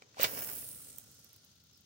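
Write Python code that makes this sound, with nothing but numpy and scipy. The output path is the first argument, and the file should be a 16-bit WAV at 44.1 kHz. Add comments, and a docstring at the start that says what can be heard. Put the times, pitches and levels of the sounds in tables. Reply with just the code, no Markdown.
"""A cast with a spinning rod from a small boat on open water, close to the microphone.
Over a low rumble and insect fizz, rod and reel knock in the hands and the rod swishes forward.
The line zips off the finger, then hisses, rattles and flutters through the guides as coloured noise,
duller as it slows, until single coils tick off the spool. The rod shudders and a guide sings faintly,
loose coils slap the rod, and near the end one distant bird chirps."""
import sys
import numpy as np
from scipy import signal
from scipy.fft import rfft, irfft
from scipy.io import wavfile
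from scipy.ndimage import uniform_filter1d

SR = 44100
rng = np.random.default_rng(int(sys.argv[2]) if len(sys.argv) > 2 else 0)


def digitize_waveform(pressure):
    """Quantize a signal to 16-bit integers and store it at the path in sys.argv[1].

    Rows of a 2-D input are taken as channels; values are limited to [-1, 1].
    """
    field = np.atleast_2d(pressure).T
    bounded = np.clip(field, -1, 1)
    quanta = np.round(bounded * 32767).astype(np.int16)
    wavfile.write(sys.argv[1], SR, quanta)


N = 81585
TIME, HZ = np.arange(N) / SR, np.fft.rfftfreq(N, 1 / SR)
RELEASE_S, SLOWING_S = 0.24, 1.05  # from the release on, the line's speed dies away exponentially
ROD_LAG_S, LINE_LAG_S = 0.00036, 0.000143  # the left microphone port hears later


def amp(db):
    """Decibels to gain."""
    return 10 ** (np.asarray(db) / 20)


def evened(x):
    """Scales to an rms of 1."""
    return x / np.sqrt(np.mean(x ** 2) + 1e-20)


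def read(points):
    """A table over frequency, read at every bin along a logarithmic axis."""
    hz, value = np.transpose(points)
    return np.interp(np.log(HZ + 1), np.log(hz), value)


def panned(x, pan_db):
    """Tilts a pair by left minus right dB, one value or one per frequency bin."""
    tilt_db = np.array([pan_db + 0 * HZ, -pan_db - 0 * HZ]) / 2
    return irfft(rfft(x) * amp(tilt_db), N)


# How alike the two ports hear a noise. Each row: frequency in Hz, likeness from 0 to 1.
LIKENESS = [(100, 0.95), (600, 0.93), (1500, 0.51), (5000, 0.19), (12000, 0.29)]


def friction(envelope, spectrum, lag_s):
    """Random micro-impacts under an envelope, coloured, as the two microphone ports hear them."""
    right, other = rfft(rng.standard_normal((2, N)) * envelope)
    alike = np.clip(read(LIKENESS), 0, 1)
    left = alike * right + np.sqrt(1 - alike ** 2) * other
    left = left * np.exp(-2j * np.pi * HZ * lag_s)
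    return irfft(np.array([left, right]) * evened(amp(read(spectrum))), N)


def burst(start, rise_s):
    """A quick swell and fall that peaks at 1."""
    u = np.maximum(TIME - start, 0) / rise_s
    return u * np.exp(1 - u)


def dying(start, t60, t=TIME):
    """A sudden start and an exponential decay, 60 dB down after t60 seconds."""
    return (t >= start) * amp(-60 * np.maximum(t - start, 0) / t60)


def ring(start, hz, db, t60):
    """One mode of the tackle, a dying sine at both ports."""
    t = TIME - np.array([[ROD_LAG_S], [0]])
    return amp(db) * dying(start, t60, t) * np.sin(2 * np.pi * hz * (t - start))


def flicker(rate_hz, depth_db):
    """A randomly wavering gain: smoothed noise in dB."""
    smoothed = rfft(rng.standard_normal(N)) * np.exp(-(HZ / rate_hz) ** 2)
    return evened(amp(depth_db * evened(irfft(smoothed, N))))


# Colour of the far rumble. Each row: frequency in Hz, level in dB.
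RUMBLE_COLOUR = [(25, -14), (45, -18.5), (75, 2.5), (135, 2.5), (180, -4.5), (220, -6), (400, -16.5),
                 (900, -30.5), (2200, -29.5), (6000, -45)]
# Colour of the insects. Each row: frequency in Hz, level in dB.
INSECT_COLOUR = [(1000, -10), (2300, -13), (3200, -4), (4200, -3), (5300, -3), (6500, -1), (7700, -13),
                 (10500, -24), (15500, -15)]
# Where the insects sit. Each row: frequency in Hz, left minus right in dB.
INSECT_PAN = [(2500, 1), (4300, 4), (6500, 5), (8500, 3), (14000, 4)]
RUMBLE_DB, INSECTS_DB = -70.5, -68


def marsh():
    """A low far rumble and the steady fizz of insects, both shaped noise."""
    rumble = friction(amp(RUMBLE_DB), RUMBLE_COLOUR, lag_s=0)
    fizz = irfft(rfft(rng.standard_normal((2, N))) * amp(read(INSECT_COLOUR)), N)
    insects = panned(evened(fizz) * flicker(rate_hz=66, depth_db=1.84), read(INSECT_PAN))
    return rumble + amp(INSECTS_DB) * insects


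# Knocks of rod and reel in the hands.
# Each row: start in seconds, clack level in dB, dull thud level in dB, thud pitch in Hz.
KNOCKS = [(.0215, -44, -59.5, 704), (.047, -70, -62, 405), (.144, -51.5, -83, 720), (.170, -68, -41.5, 774),
          (.182, -46, -42, 1032), (.197, -30.5, -29.5, 553), (.203, -31, -42, 542), (0.2424, -22, -37, 353)]
# Colour of the clacks. Each row: frequency in Hz, level in dB.
CLACK_COLOUR = [(50, -15), (120, -21), (300, -2), (700, 5), (950, -0.5), (1250, 7.5), (1700, -1), (2500, 3),
                (3500, -8.5), (4300, -4), (8000, -14), (15500, -36)]
# Ring of the reel after the hardest knock. Each row: mode in Hz, level in dB, t60 in seconds.
REEL_MODES = [(1870, -68, 0.12), (2256, -33, 0.085), (3573, -31.5, 0.058), (4718, -44, 0.17),
              (5420, -34, 0.033)]
CLACK_T60, THUD_T60 = 0.013, 0.048  # s


def knocks():
    """Rod and reel shift in the grip: a clack and a thud each; the hardest rings the reel."""
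    strikes = sum(amp(db) * dying(start, CLACK_T60) for start, db, _, _ in KNOCKS)
    clacks = friction(strikes, CLACK_COLOUR, ROD_LAG_S)
    thuds = sum(ring(start, hz, db, THUD_T60) for start, _, db, hz in KNOCKS)
    hardest = max(KNOCKS, key=lambda row: row[1])[0]
    reel = sum(ring(hardest, *mode) for mode in REEL_MODES)
    return clacks + thuds + reel


# Colour of the air round the rod. Each row: frequency in Hz, level in dB.
SWISH_COLOUR = [(40, -51), (130, -5), (220, -14), (380, -6), (750, 1.5), (1200, -2.5), (2400, 1),
                (4600, -0.5), (7000, -5.5), (10500, -13.5), (13000, -12.5), (15500, -13.5)]
SWING_PEAK_S, SWING_DB = 0.2485, -30  # fastest moment and the level there
SWING_RISE, SWING_FALL = 211, 610  # before and after it, dB per s
WIND_UP_S, WIND_UP_RISE = 0.21, 283  # until this moment the swing builds faster, by extra dB per s


def swish():
    """Air tears round the rod, building to the fastest moment and stopping quickly."""
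    early, late = np.maximum(SWING_PEAK_S - TIME, 0), np.maximum(TIME - SWING_PEAK_S, 0)
    wind_up = np.maximum(WIND_UP_S - TIME, 0)
    db = SWING_DB - SWING_RISE * early - SWING_FALL * late - WIND_UP_RISE * wind_up
    envelope = amp(db) * flicker(rate_hz=300, depth_db=2.5)
    return panned(friction(envelope, SWISH_COLOUR, ROD_LAG_S), pan_db=-1.5)


COILS_PER_S, COIL_JITTER = 170, 0.393  # rate at full speed; timing spread in coils
COIL_SPREAD_DB, COIL_S = 3.5, 0.001  # spread of strength; rise of one flick in seconds
COIL_RUB = 1.25  # steady rubbing between the flicks at full speed; falls with the square of the speed


def coils(speed):
    """One flick per coil leaving the spool, uneven in time and strength; at speed they merge into rubbing."""
    turns = np.cumsum(COILS_PER_S * speed) / SR
    jitter, size = rng.standard_normal((1000, 2))[:int(turns[-1])].T
    at = np.searchsorted(turns, np.arange(len(size)) + COIL_JITTER * jitter)
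    strength = amp(COIL_SPREAD_DB * np.clip(size, -2, 2))
    impulses = np.bincount(np.minimum(at, N - 1), strength, N)
    flicks = signal.fftconvolve(impulses, burst(0, COIL_S))[:N]
    return evened(COIL_RUB * speed ** 2 + flicks)


# Fixed colour of the spool lip. Each row: frequency in Hz, level in dB.
SPOOL_COLOUR = [(2200, -3), (3200, 0), (5200, 0), (7300, -4), (8600, 2), (10500, 1), (12500, -1),
                (15500, 1)]
HISS_HZ, HISS_OCTAVES = 15300, 0.25  # centre at the release, width of the band
HISS_SKIRT_DB = -6  # broad skirt under the band


def hiss(envelope):
    """Line rubbing over the spool lip: a broad band that sinks with the speed, coloured by the spool."""
    hz, t, noise = signal.stft(rng.standard_normal((2, N)), SR, nperseg=256)
    centre = HISS_HZ * np.exp(-(t - RELEASE_S) / SLOWING_S)
    octaves = np.log2((hz[:, None] + 1) / centre)
    peak = np.exp(-0.5 * (octaves / HISS_OCTAVES) ** 2)
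    band = peak + amp(HISS_SKIRT_DB) / (1 + (octaves / 2) ** 2)
    band *= amp(np.interp(hz, HZ, read(SPOOL_COLOUR)))[:, None]
    level_band = band / np.sqrt(np.mean(band ** 2, axis=0))  # the sinking leaves the loudness alone
    return envelope * signal.istft(noise * level_band, SR, nperseg=256)[1][:, :N]


# The running line. Each row: time in seconds, level of the rubbing hiss in dB,
# level of the coil rattle in dB, level of the flutter in the guides in dB.
LINE_LEVELS = [(.16, -105, -105, -75.5), (0.213, -65, -37, -51.5), (.28, -42.5, -50.5, -49.5),
               (.33, -44.5, -45, -52), (.39, -45, -40, -49), (.465, -46.5, -40.5, -54),
               (.5, -47.5, -40.5, -52), (.58, -46, -43, -60), (.71, -48.5, -47.5, -64.5),
               (.78, -52, -49, -66), (.93, -54.5, -54, -66), (1.02, -61.5, -58, -67.5),
               (1.19, -63, -63, -71.5), (1.27, -65, -81, -72.5), (1.5, -71, -68.5, -74.5),
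               (1.85, -79, -58, -84)]
# The springing rod whips the line against the guides. Each row: start in seconds, level in dB.
WHIPS = [(0.371, -43), (.421, -47), (0.487, -47), (0.622, -52.5)]
# Colour of the coil rattle. Each row: frequency in Hz, level in dB.
RATTLE_COLOUR = [(1000, -28), (4000, -23), (7000, -13.5), (10000, -6.5), (12500, -18), (14200, -1.5),
                 (15400, 2), (16200, 0.5)]
# Where rattle and slaps sit. Each row: frequency in Hz, left minus right in dB.
RATTLE_PAN = [(4000, 5), (7500, -3.5), (11500, -1.5), (13800, -15), (15500, 3)]
# Colour of the flutter in the guides. Each row: frequency in Hz, level in dB.
FLUTTER_COLOUR = [(40, -53), (100, 0), (170, -4.5), (245, -5), (330, 0), (520, 1), (1000, -7), (1400, -4),
                  (1900, -6.5), (3000, -10), (3900, -20.5), (5200, -6), (8000, -17), (15000, -36)]
WHIP_S = 0.0039  # rise of a whip


def line():
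    """The running line hisses, rattles off the spool and flutters against the guides."""
    s, *levels = np.transpose(LINE_LEVELS)
    rub, rattle, flutter = (amp(np.interp(TIME, s, db)) for db in levels)
    flicks = coils(np.exp(-np.maximum(TIME - RELEASE_S, 0) / SLOWING_S))
    whips = sum(amp(db) * burst(start, WHIP_S) for start, db in WHIPS)
    rubbing = panned(hiss(rub * flicker(rate_hz=230, depth_db=2.5)), pan_db=-1.8)
    rattling = panned(friction(rattle * flicks, RATTLE_COLOUR, LINE_LAG_S), read(RATTLE_PAN))
    beating = np.hypot(flutter, whips) * evened(abs(flicks) ** 0.5)
    fluttering = panned(friction(beating, FLUTTER_COLOUR, lag_s=0.000301), pan_db=-2)
    return rubbing + rattling + fluttering


# The line zips off the fingertip. Each row: start in seconds, strength in dB.
ZIPS = [(.2311, 0), (.2337, 0), (.2416, -7)]
# Colour of the zips. Each row: frequency in Hz, level in dB.
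ZIP_COLOUR = [(3000, -45), (11000, -26), (13200, -11.5), (15200, 0), (16200, 0.5)]
ZIP_DB, ZIP_S, ZIP_PAN_DB = -12.5, 0.00048, -10  # level at strength 0, rise, left minus right


def zips():
    """The taut line slips off the finger in thin squeaks, very short bursts of high noise."""
    slips = sum(amp(ZIP_DB + db) * burst(start, ZIP_S) for start, db in ZIPS)
    return panned(friction(slips, ZIP_COLOUR, ROD_LAG_S), ZIP_PAN_DB)


# Colour of the shuddering rod. Each row: frequency in Hz, level in dB.
QUIVER_COLOUR = [(35, -22), (75, -3.5), (115, -3), (170, -8), (240, -8), (600, -21.5), (3000, -77)]
QUIVER_DB, QUIVER_T60 = -57.5, 3.64  # level at the release, decay in seconds


def quiver():
    """The rod blank shudders as the line pulls through it, a low sound that dies slowly."""
    shudder = amp(QUIVER_DB) * dying(RELEASE_S, QUIVER_T60)
    return panned(friction(shudder, QUIVER_COLOUR, ROD_LAG_S), pan_db=-1)


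GUIDE_HZ, GUIDE_WIDTH_HZ = 1388, 86  # centre and half width of the wavering note
GUIDE_DB, GUIDE_T60 = -72.5, 6  # level at the release, decay in seconds


def guide():
    """The line sings faintly in one guide ring: narrow noise that wavers like a note."""
    resonance = 1 / (1 + ((HZ - GUIDE_HZ) / GUIDE_WIDTH_HZ) ** 2)
    note = irfft(rfft(rng.standard_normal(N)) * resonance, N)
    return amp(GUIDE_DB) * evened(note) * dying(RELEASE_S, GUIDE_T60)


# Coils that slap the rod harder. Each row: start in seconds, level in dB.
SLAPS = [(0.4882, -33), (0.499, -29.5), (0.5597, -34), (0.586, -35), (0.689, -33.5), (0.903, -48),
         (.960, -46), (0.9841, -32.5), (1.011, -53), (1.116, -49), (1.1465, -52), (1.193, -51),
         (1.2445, -46.5), (1.291, -52), (1.330, -46), (1.362, -46.5), (1.4475, -49.5)]
# Colour of the slaps. Each row: frequency in Hz, level in dB.
SLAP_COLOUR = [(1000, -22.5), (5000, -20.5), (8500, -9.5), (11500, -11.5), (14000, -6.5), (15400, -1),
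               (16200, -2.5)]
SLAP_S, SLAP_PAN_DB = 0.00065, -2  # rise of a tick; tilt added to that of the rattle


def slaps():
    """Loose coils slap the rod with a bright tick."""
    hits = sum(amp(db) * burst(start, SLAP_S) for start, db in SLAPS)
    return panned(friction(hits, SLAP_COLOUR, LINE_LAG_S), read(RATTLE_PAN) + SLAP_PAN_DB)


CHIRP_S, CHIRP_LENGTH_S, CHIRP_DB = 1.715, 0.075, -63
CHIRP_FROM_HZ, CHIRP_TO_HZ = 5450, 4700


def bird():
    """One faint falling chirp, blurred by distance into a random waver at each port."""
    u = np.clip((TIME - CHIRP_S) / CHIRP_LENGTH_S, 0, 1)
    hz = CHIRP_FROM_HZ + (CHIRP_TO_HZ - CHIRP_FROM_HZ) * u ** 2
    tone = np.sin(2 * np.pi * np.cumsum(hz) / SR)
    blur = evened(uniform_filter1d(rng.standard_normal((2, N)), size=60))
    return amp(CHIRP_DB) * np.sin(np.pi * u) * tone * blur


BOAT_DB, BOAT_T60 = -8.5, 0.06  # reflections from the hull and the angler: level, decay in seconds


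def boat(x):
    """A short scatter of reflections; open water adds no long tail."""
    hits = rng.random((2, N)) < 3000 / SR  # about 3000 reflections per second
    taps = rng.standard_normal((2, N)) * hits * dying(0.002, BOAT_T60)
    taps /= np.linalg.norm(taps, axis=1, keepdims=True)
    return signal.fftconvolve(x, taps, axes=1)[:, :N]


def scene():
    """The cast, its reflections, the marsh and the bird."""
    cast = knocks() + swish() + line() + zips() + quiver() + guide() + slaps()
    return marsh() + cast + amp(BOAT_DB) * boat(cast) + bird()


LOW_CUT_HZ, EDGE_HZ = 58, 15980


def record(dry):
    """The recorder's low cut and band limit."""
    low_cut = signal.butter(2, LOW_CUT_HZ, "high", fs=SR, output="sos")
    thin = signal.sosfilt(low_cut, dry)
    band_limit = signal.firwin(501, EDGE_HZ, window=("kaiser", 8), fs=SR)
    return signal.oaconvolve(thin, band_limit[None], "same")


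dry = scene()
out = record(dry)
digitize_waveform(out)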